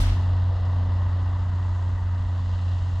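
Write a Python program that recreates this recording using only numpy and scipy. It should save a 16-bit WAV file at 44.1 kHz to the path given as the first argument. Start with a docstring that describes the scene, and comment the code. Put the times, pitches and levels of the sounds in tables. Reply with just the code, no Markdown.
"""Snow vehicle behind a bank

A tracked snow vehicle works at steady revs some way off, behind a snowbank in a forest, and slowly fades.
Its six-cylinder diesel drones in sine partials of the engine cycle, over a noise rumble of uneven firings.
Bursts of coloured noise make the dull knocking; throbbing, gritty noise makes the clatter and thin hiss.
At the start a rush of bright hiss with a low shudder dies away within a fifth of a second."""
import sys
import numpy as np
from scipy import signal
from scipy.fft import rfft, irfft
from scipy.io import wavfile

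SR = 44100
rng = np.random.default_rng(int(sys.argv[2]) if len(sys.argv) > 2 else 0)


def to_wav(s):
    """Save 16-bit WAV."""
    ch = np.atleast_2d(s).T  # columns
    pcm = np.round(np.clip(ch, -1, 1) * 32767)  # PCM
    wavfile.write(sys.argv[1], SR, pcm.astype(np.int16))


N = 132300
CYLINDERS = 6


def from_db(db):
    """Decibels to gain."""
    return 10 ** (np.asarray(db) / 20)


def rms_one(x):
    """Scale to unit power."""
    return x / np.sqrt(np.mean(x ** 2) + 1e-20)


def seconds():
    """Time of every sample."""
    return np.arange(N) / SR


def from_middle():
    """Time of every sample, counted from the middle of the scene."""
    return seconds() - seconds().mean()


def in_time(rows):
    """Each column of a table as a curve in time."""
    time_s, *columns = np.transpose(rows)
    return [np.interp(seconds(), time_s, column) for column in columns]


def at_hz(points):
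    """A table over frequency, read at every bin along a logarithmic axis."""
    hz, value = np.transpose(points)
    bin_hz = np.arange(N // 2 + 1) * SR / N
    return np.interp(np.log(bin_hz + 1e-9), np.log(hz), value)


def drift(rate_hz):
    """Slow chance with spread 1: noise through a two-pole low-pass, drawn at every 40th sample."""
    step = 40
    pole = np.exp(-2 * np.pi * rate_hz * step / SR)
    noise = rng.standard_normal(N // step + 2002)
    slow = signal.lfilter([1], [1, -2 * pole, pole * pole], noise)[2000:]  # past the filter's start
    return np.interp(np.arange(N) / step, np.arange(len(slow)), rms_one(slow))


def gritty(grit_db):
    """Noise whose strength jumps every few milliseconds."""
    return rms_one(rng.standard_normal(N) * from_db(grit_db * drift(85)))


def pan(db):
    """Left and right gains for a level difference, left minus right."""
    return from_db(np.array([[.5], [-.5]]) * db)


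def coloured(source, spectrum, image=None):
    """Colour an excitation and spread it in stereo with scattered sound; the middle has unit power."""
    # scattered sound against direct sound at mid-scene: hz, side_db
    vehicle_scatter = [(50, -36), (110, -33), (170, -27.5), (260, -31), (400, -25.5), (620, -19),
                       (1000, -20), (1600, -17), (1980, -18), (2250, 0), (2550, 2), (2780, -9.5),
                       (3300, -14), (4200, -19), (5500, -17), (7000, -29.5), (8300, -21.5), (9300, -3),
                       (11500, -10.5), (13000, -8)]
    # lean of the vehicle's noise across the stereo pair: hz, left_minus_right_db
    vehicle_balance = [(100, 0.7), (380, 4), (700, 0.3), (1200, 2.5), (1700, 3), (2150, -2), (2450, 3.5),
                       (2720, 8.5), (3100, 6), (3900, 3.5), (4600, 0.5), (5350, -4), (5900, -0.5),
                       (8300, 0.5), (10000, 3)]
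    if image is None:
        image = vehicle_scatter, vehicle_balance, 3  # less direct sound as the vehicle sinks behind the bank
    scatter, balance, grows_db_per_s = image
    mid = rfft(rms_one(source))
    scattered = rng.standard_normal(N) * from_db(grows_db_per_s * from_middle())
    side = from_db(at_hz(scatter)) * rfft(scattered)
    left_right = np.array([mid + side, mid - side])
    out = irfft(from_db(at_hz(spectrum)) * pan(at_hz(balance)) * left_right, N)
    return out / out.mean(axis=0).std()


def exhaust(cycle):
    """A clean firing note among wavering partials of unequal cylinders; upper ones fade, lower ones grow."""
    # loudness of the exhaust drone: time_s, level_db
    drone = [(0.12, -22.5), (0.47, -21.5), (0.55, -25), (0.72, -22), (1.05, -23), (1.3, -23.5),
             (1.76, -24.5), (1.93, -23), (1.99, -26.5), (2.04, -25), (2.69, -24), (2.92, -25.5)]
    # lean of the drone across the stereo pair: time_s, left_minus_right_db
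    drone_pan = [(.8, -.15), (1.4, -.4), (2.4, -.6)]
    # exhaust partials: multiple_of_cycle_rate, level_db (within the drone)
    partials = [(2, -24), (3, -18), (4, -20), (6, 0.48), (7, -29.5), (8, -33), (9, -31.5), (10, -29.5),
                (11, -34), (12, -26.5), (14, -36), (16, -31), (18, -27.5), (20, -43), (22, -39.5),
                (24, -37.5), (26, -41.5)]
    note_waver_db, partial_waver_db, partial_wander_turns = .5, 2.5, .05
    fade_db_per_s_per_octave = 1

    level_db, = in_time(drone)
    side_db, = in_time(drone_pan)
    out = 0
    for order, db in partials:
        if order == CYLINDERS:
            waver_db, wander = note_waver_db * drift(10.0), 0
        else:
            octaves = np.log2(order / CYLINDERS)  # above the firing note
            fade_db = -fade_db_per_s_per_octave * octaves * from_middle()
            waver_db = partial_waver_db * drift(3.0) + fade_db
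            wander = partial_wander_turns * drift(4.2)
        turns = order * cycle + wander + rng.random()
        out = out + from_db(db + waver_db) * np.sin(2 * np.pi * turns)
    return np.sqrt(2) * out * from_db(level_db) * pan(side_db)


def rumble():
    """No two firings are equal, which spreads a rumble around the note; its deepest part ebbs and returns."""
    # level of the deepest rumble, below the firing note: time_s, level_db
    deep_level = [(.3, -34.5), (.8, -40.5), (1.2, -46.5), (1.6, -40), (2.05, -35.5), (2.35, -40.5),
                  (2.9, -37.5)]
    # colour of the deepest rumble: hz, relative_db_per_hz
    deep_colour = [(14, -30), (22, -15), (31, -3), (45, -1), (60, 0), (75, -7), (110, -29.5), (400, -80)]
    # colour of the rumble around the note: hz, relative_db_per_hz
    rumble_colour = [(20, -25), (45, -8), (80, 1.5), (110, -3), (160, -13.5), (210, -15.5), (265, -21.5),
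                     (310, -27), (380, -29.5), (450, -33), (700, -44.5), (3000, -100)]
    start_db, fade_db_per_s = -38.5, 1.0

    deep_db, = in_time(deep_level)
    deep = from_db(deep_db) * coloured(rng.standard_normal(N), deep_colour)
    around_db = start_db - fade_db_per_s * seconds()
    around = from_db(around_db) * coloured(rng.standard_normal(N), rumble_colour)
    return deep + around


def knocking(cycle):
    """Every firing rattles the panels with a burst rounded by distance; cylinders differ, knocks surge."""
    # level of the knocking: time_s, level_db
    knock_level = [(0.2, -54), (0.55, -50.5), (1.15, -47.5), (1.55, -51), (2.0, -56), (2.9, -57)]
    # strength of each cylinder's knock, in firing order: relative_db
    cylinder_strength = [2, -4, -1.5, 0.5, -3.5, -0.5]
    # colour of the panels that the knocks ring: hz, relative_db_per_hz
    panels = [(400, -35), (650, -10), (820, -4.5), (940, 0), (1040, 0), (1130, -0.5), (1230, -6),
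              (1350, -14.5), (1950, -18), (2250, -33), (4000, -52)]
    spread_db, surge_db, roundness = 1.5, 1.3, .7

    level_db, = in_time(knock_level)
    firing, since = np.divmod(cycle * CYLINDERS, 1)  # count of firings, and fraction of the present one
    firing = firing.astype(int)
    chance_db = spread_db * rng.uniform(-1, 1, firing[-1] + 1)
    strength_db = np.array(cylinder_strength)[firing % CYLINDERS] + chance_db[firing]
    bursts = from_db(strength_db + surge_db * drift(24)) * np.sin(np.pi * since) ** roundness
    return from_db(level_db) * coloured(bursts * rng.standard_normal(N), panels)


def engine_noise(cycle, repeat, grit_db):
    """Noise that recurs in every engine cycle, mixed with fresh grit; both throb with crank and firings."""
    firing_throb, crank_throb = .06, .056  # depth of the pulsing
    size = int(N / cycle[-1])  # samples in one cycle
    recurring = rng.standard_normal(size)[(cycle % 1 * size).astype(int)]
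    mixed = np.sqrt(repeat) * recurring + np.sqrt(1 - repeat) * gritty(grit_db)  # repeat: share of the power
    firings = firing_throb * np.sin(2 * np.pi * CYLINDERS * cycle)
    crank = crank_throb * np.cos(2 * np.pi * 2 * cycle)  # two crank turns to a four-stroke cycle
    return (1 + firings + crank) * mixed


def machinery(cycle):
    """Knock of the block, diesel clatter, and the hiss of the running machine."""
    # levels before each layer's trim: time_s, block_db, clatter_db, hiss_db, top_of_hiss_db
    levels = [(0.27, -47.5, -45, -53.5, -67), (0.31, -46, -46, -54.5, -68.5),
              (0.48, -47.5, -46.5, -56.5, -70), (0.51, -44, -46, -55, -70.5), (1.52, -51, -45.5, -58, -69),
              (1.8, -48.5, -46.5, -57.5, -66), (2.06, -50.5, -47, -59, -69.5), (2.65, -50, -48, -54, -65.5),
              (2.9, -51, -47.5, -56.5, -65.5), (2.92, -50.5, -49, -56, -65.5)]
    # colours of the four layers, each: hz, relative_db_per_hz
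    block_colour = [(150, -28.5), (300, -8), (440, -8.5), (530, -1.5), (600, 0), (730, -1.5), (790, -1.5),
                    (900, -11), (1200, -60.5), (4000, -79)]
    clatter_colour = [(200, -63), (600, -27), (800, -9.5), (950, 0.5), (1080, -6), (1240, -5),
                      (1320, -11.5), (1520, -9.5), (1640, -12.5), (1960, -8.2), (2220, -25.5), (2700, -30),
                      (4000, -65.5), (8000, -83.5)]
    hiss_colour = [(1000, -44.5), (1800, -27), (2300, -11.5), (2550, -8), (2760, 2), (3150, -0.5),
                   (4100, -1), (4500, -4.5), (5100, -6), (5800, -16), (8000, -40.5), (12000, -72.5)]
    top_colour = [(2500, -47.5), (4500, -11.5), (5700, 0), (6400, 3.5), (6800, 2), (7300, 2.5), (7850, -3),
                  (8200, -8.5), (9200, -14.5), (10000, -13), (11800, -18.5), (12800, -38), (15000, -50)]
    block_trim_db, clatter_trim_db, hiss_trim_db, top_trim_db = -0.63, -0.7, -0.5, 0.5

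    block_db, clatter_db, hiss_db, top_db = in_time(levels)
    block = coloured(engine_noise(cycle, repeat=0.28, grit_db=-0.4), block_colour)
    clatter = coloured(engine_noise(cycle, repeat=0.19, grit_db=1.0), clatter_colour)
    hiss = coloured(engine_noise(cycle, repeat=0.085, grit_db=1.1), hiss_colour)
    top = coloured(engine_noise(cycle, repeat=0.045, grit_db=1.0), top_colour)
    out = from_db(block_db + block_trim_db) * block
    out = out + from_db(clatter_db + clatter_trim_db) * clatter
    out = out + from_db(hiss_db + hiss_trim_db) * hiss
    return out + from_db(top_db + top_trim_db) * top


def dying(level_db, hold_s, fall_db_per_s):
    """An envelope that holds briefly, then falls."""
    return from_db(level_db - fall_db_per_s * np.maximum(seconds() - hold_s, 0))


def opening_rush():
    """A low shudder with a little buffeting, hiss and a gritty spray above it die away quickly."""
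    # colours of the buffeting, hiss and spray, each: hz, relative_db_per_hz
    low_colour = [(15, -17.5), (30, -2), (65, -0.5), (120, -10.5), (250, -27.5), (500, -46), (1000, -57.5),
                  (4000, -100)]
    hiss_colour = [(150, -21), (400, 1), (800, 4.5), (2000, -1.5), (3500, -1.5), (6000, -9.5),
                   (9000, -22.5), (14000, -41.5)]
    spray_colour = [(1500, -31), (4000, -2), (7000, -0.5), (10000, -2), (14500, -11.5)]
    # scattered sound against direct sound: hz, side_db
    rush_scatter = [(60, -40), (120, -26.5), (190, -9), (380, -15), (650, -5.5), (1650, 2.5), (5000, 1.5),
                    (14000, 0)]
    # lean across the stereo pair: hz, left_minus_right_db
    rush_balance = [(400, 0.0039), (3000, 0.008)]
    image = rush_scatter, rush_balance, 0  # the scatter holds steady
    shudder_hz, wander_turns = 42.6, .06

    turns = shudder_hz * seconds() + wander_turns * drift(10) + rng.random()
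    shudder = dying(level_db=-17, hold_s=0.011, fall_db_per_s=42) * np.sin(2 * np.pi * turns)
    shudder = shudder * dying(level_db=0, hold_s=0.135, fall_db_per_s=254)  # then a steeper fall
    low = coloured(rng.standard_normal(N), low_colour, image)
    low = low * dying(level_db=-27, hold_s=0.025, fall_db_per_s=71.5)
    hiss = coloured(gritty(grit_db=1.0), hiss_colour, image)
    hiss = hiss * dying(level_db=-40.0, hold_s=0.027, fall_db_per_s=72)
    hiss = hiss * dying(level_db=0, hold_s=0.13, fall_db_per_s=49)  # the fall steepens
    spray = coloured(gritty(grit_db=1.5), spray_colour, image)
    spray = spray * dying(level_db=-48, hold_s=0.015, fall_db_per_s=144.5)
    return shudder + low + hiss + spray


def scene():
    """One engine cycle drives the exhaust, knocking and machinery; the rumble and opening rush run free."""
    # governed engine speed: time_s, firing_rate_hz
    speed = [(0, 90.5), (.6, 90.6), (.85, 90.2), (1.5, 90.5), (2.1, 90.15), (2.6, 89.8), (3, 89.8)]
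    firing_hz, = in_time(speed)
    cycle = np.cumsum(firing_hz) / SR / CYLINDERS  # four-stroke cycles since the start
    return exhaust(cycle) + rumble() + knocking(cycle) + machinery(cycle) + opening_rush()


def record(dry):
    """The top is cut steeply; the sound starts and stops without a click."""
    edge_s, cutoff_hz = .0015, 16400
    edges = np.clip(np.minimum(seconds(), seconds()[::-1]) / edge_s, 0, 1)
    steep_cut = signal.cheby2(14, 70, cutoff_hz, fs=SR, output="sos")  # 70 dB down from the cutoff up
    return signal.sosfilt(steep_cut, dry * edges)


dry = scene()
out = record(dry)
to_wav(out)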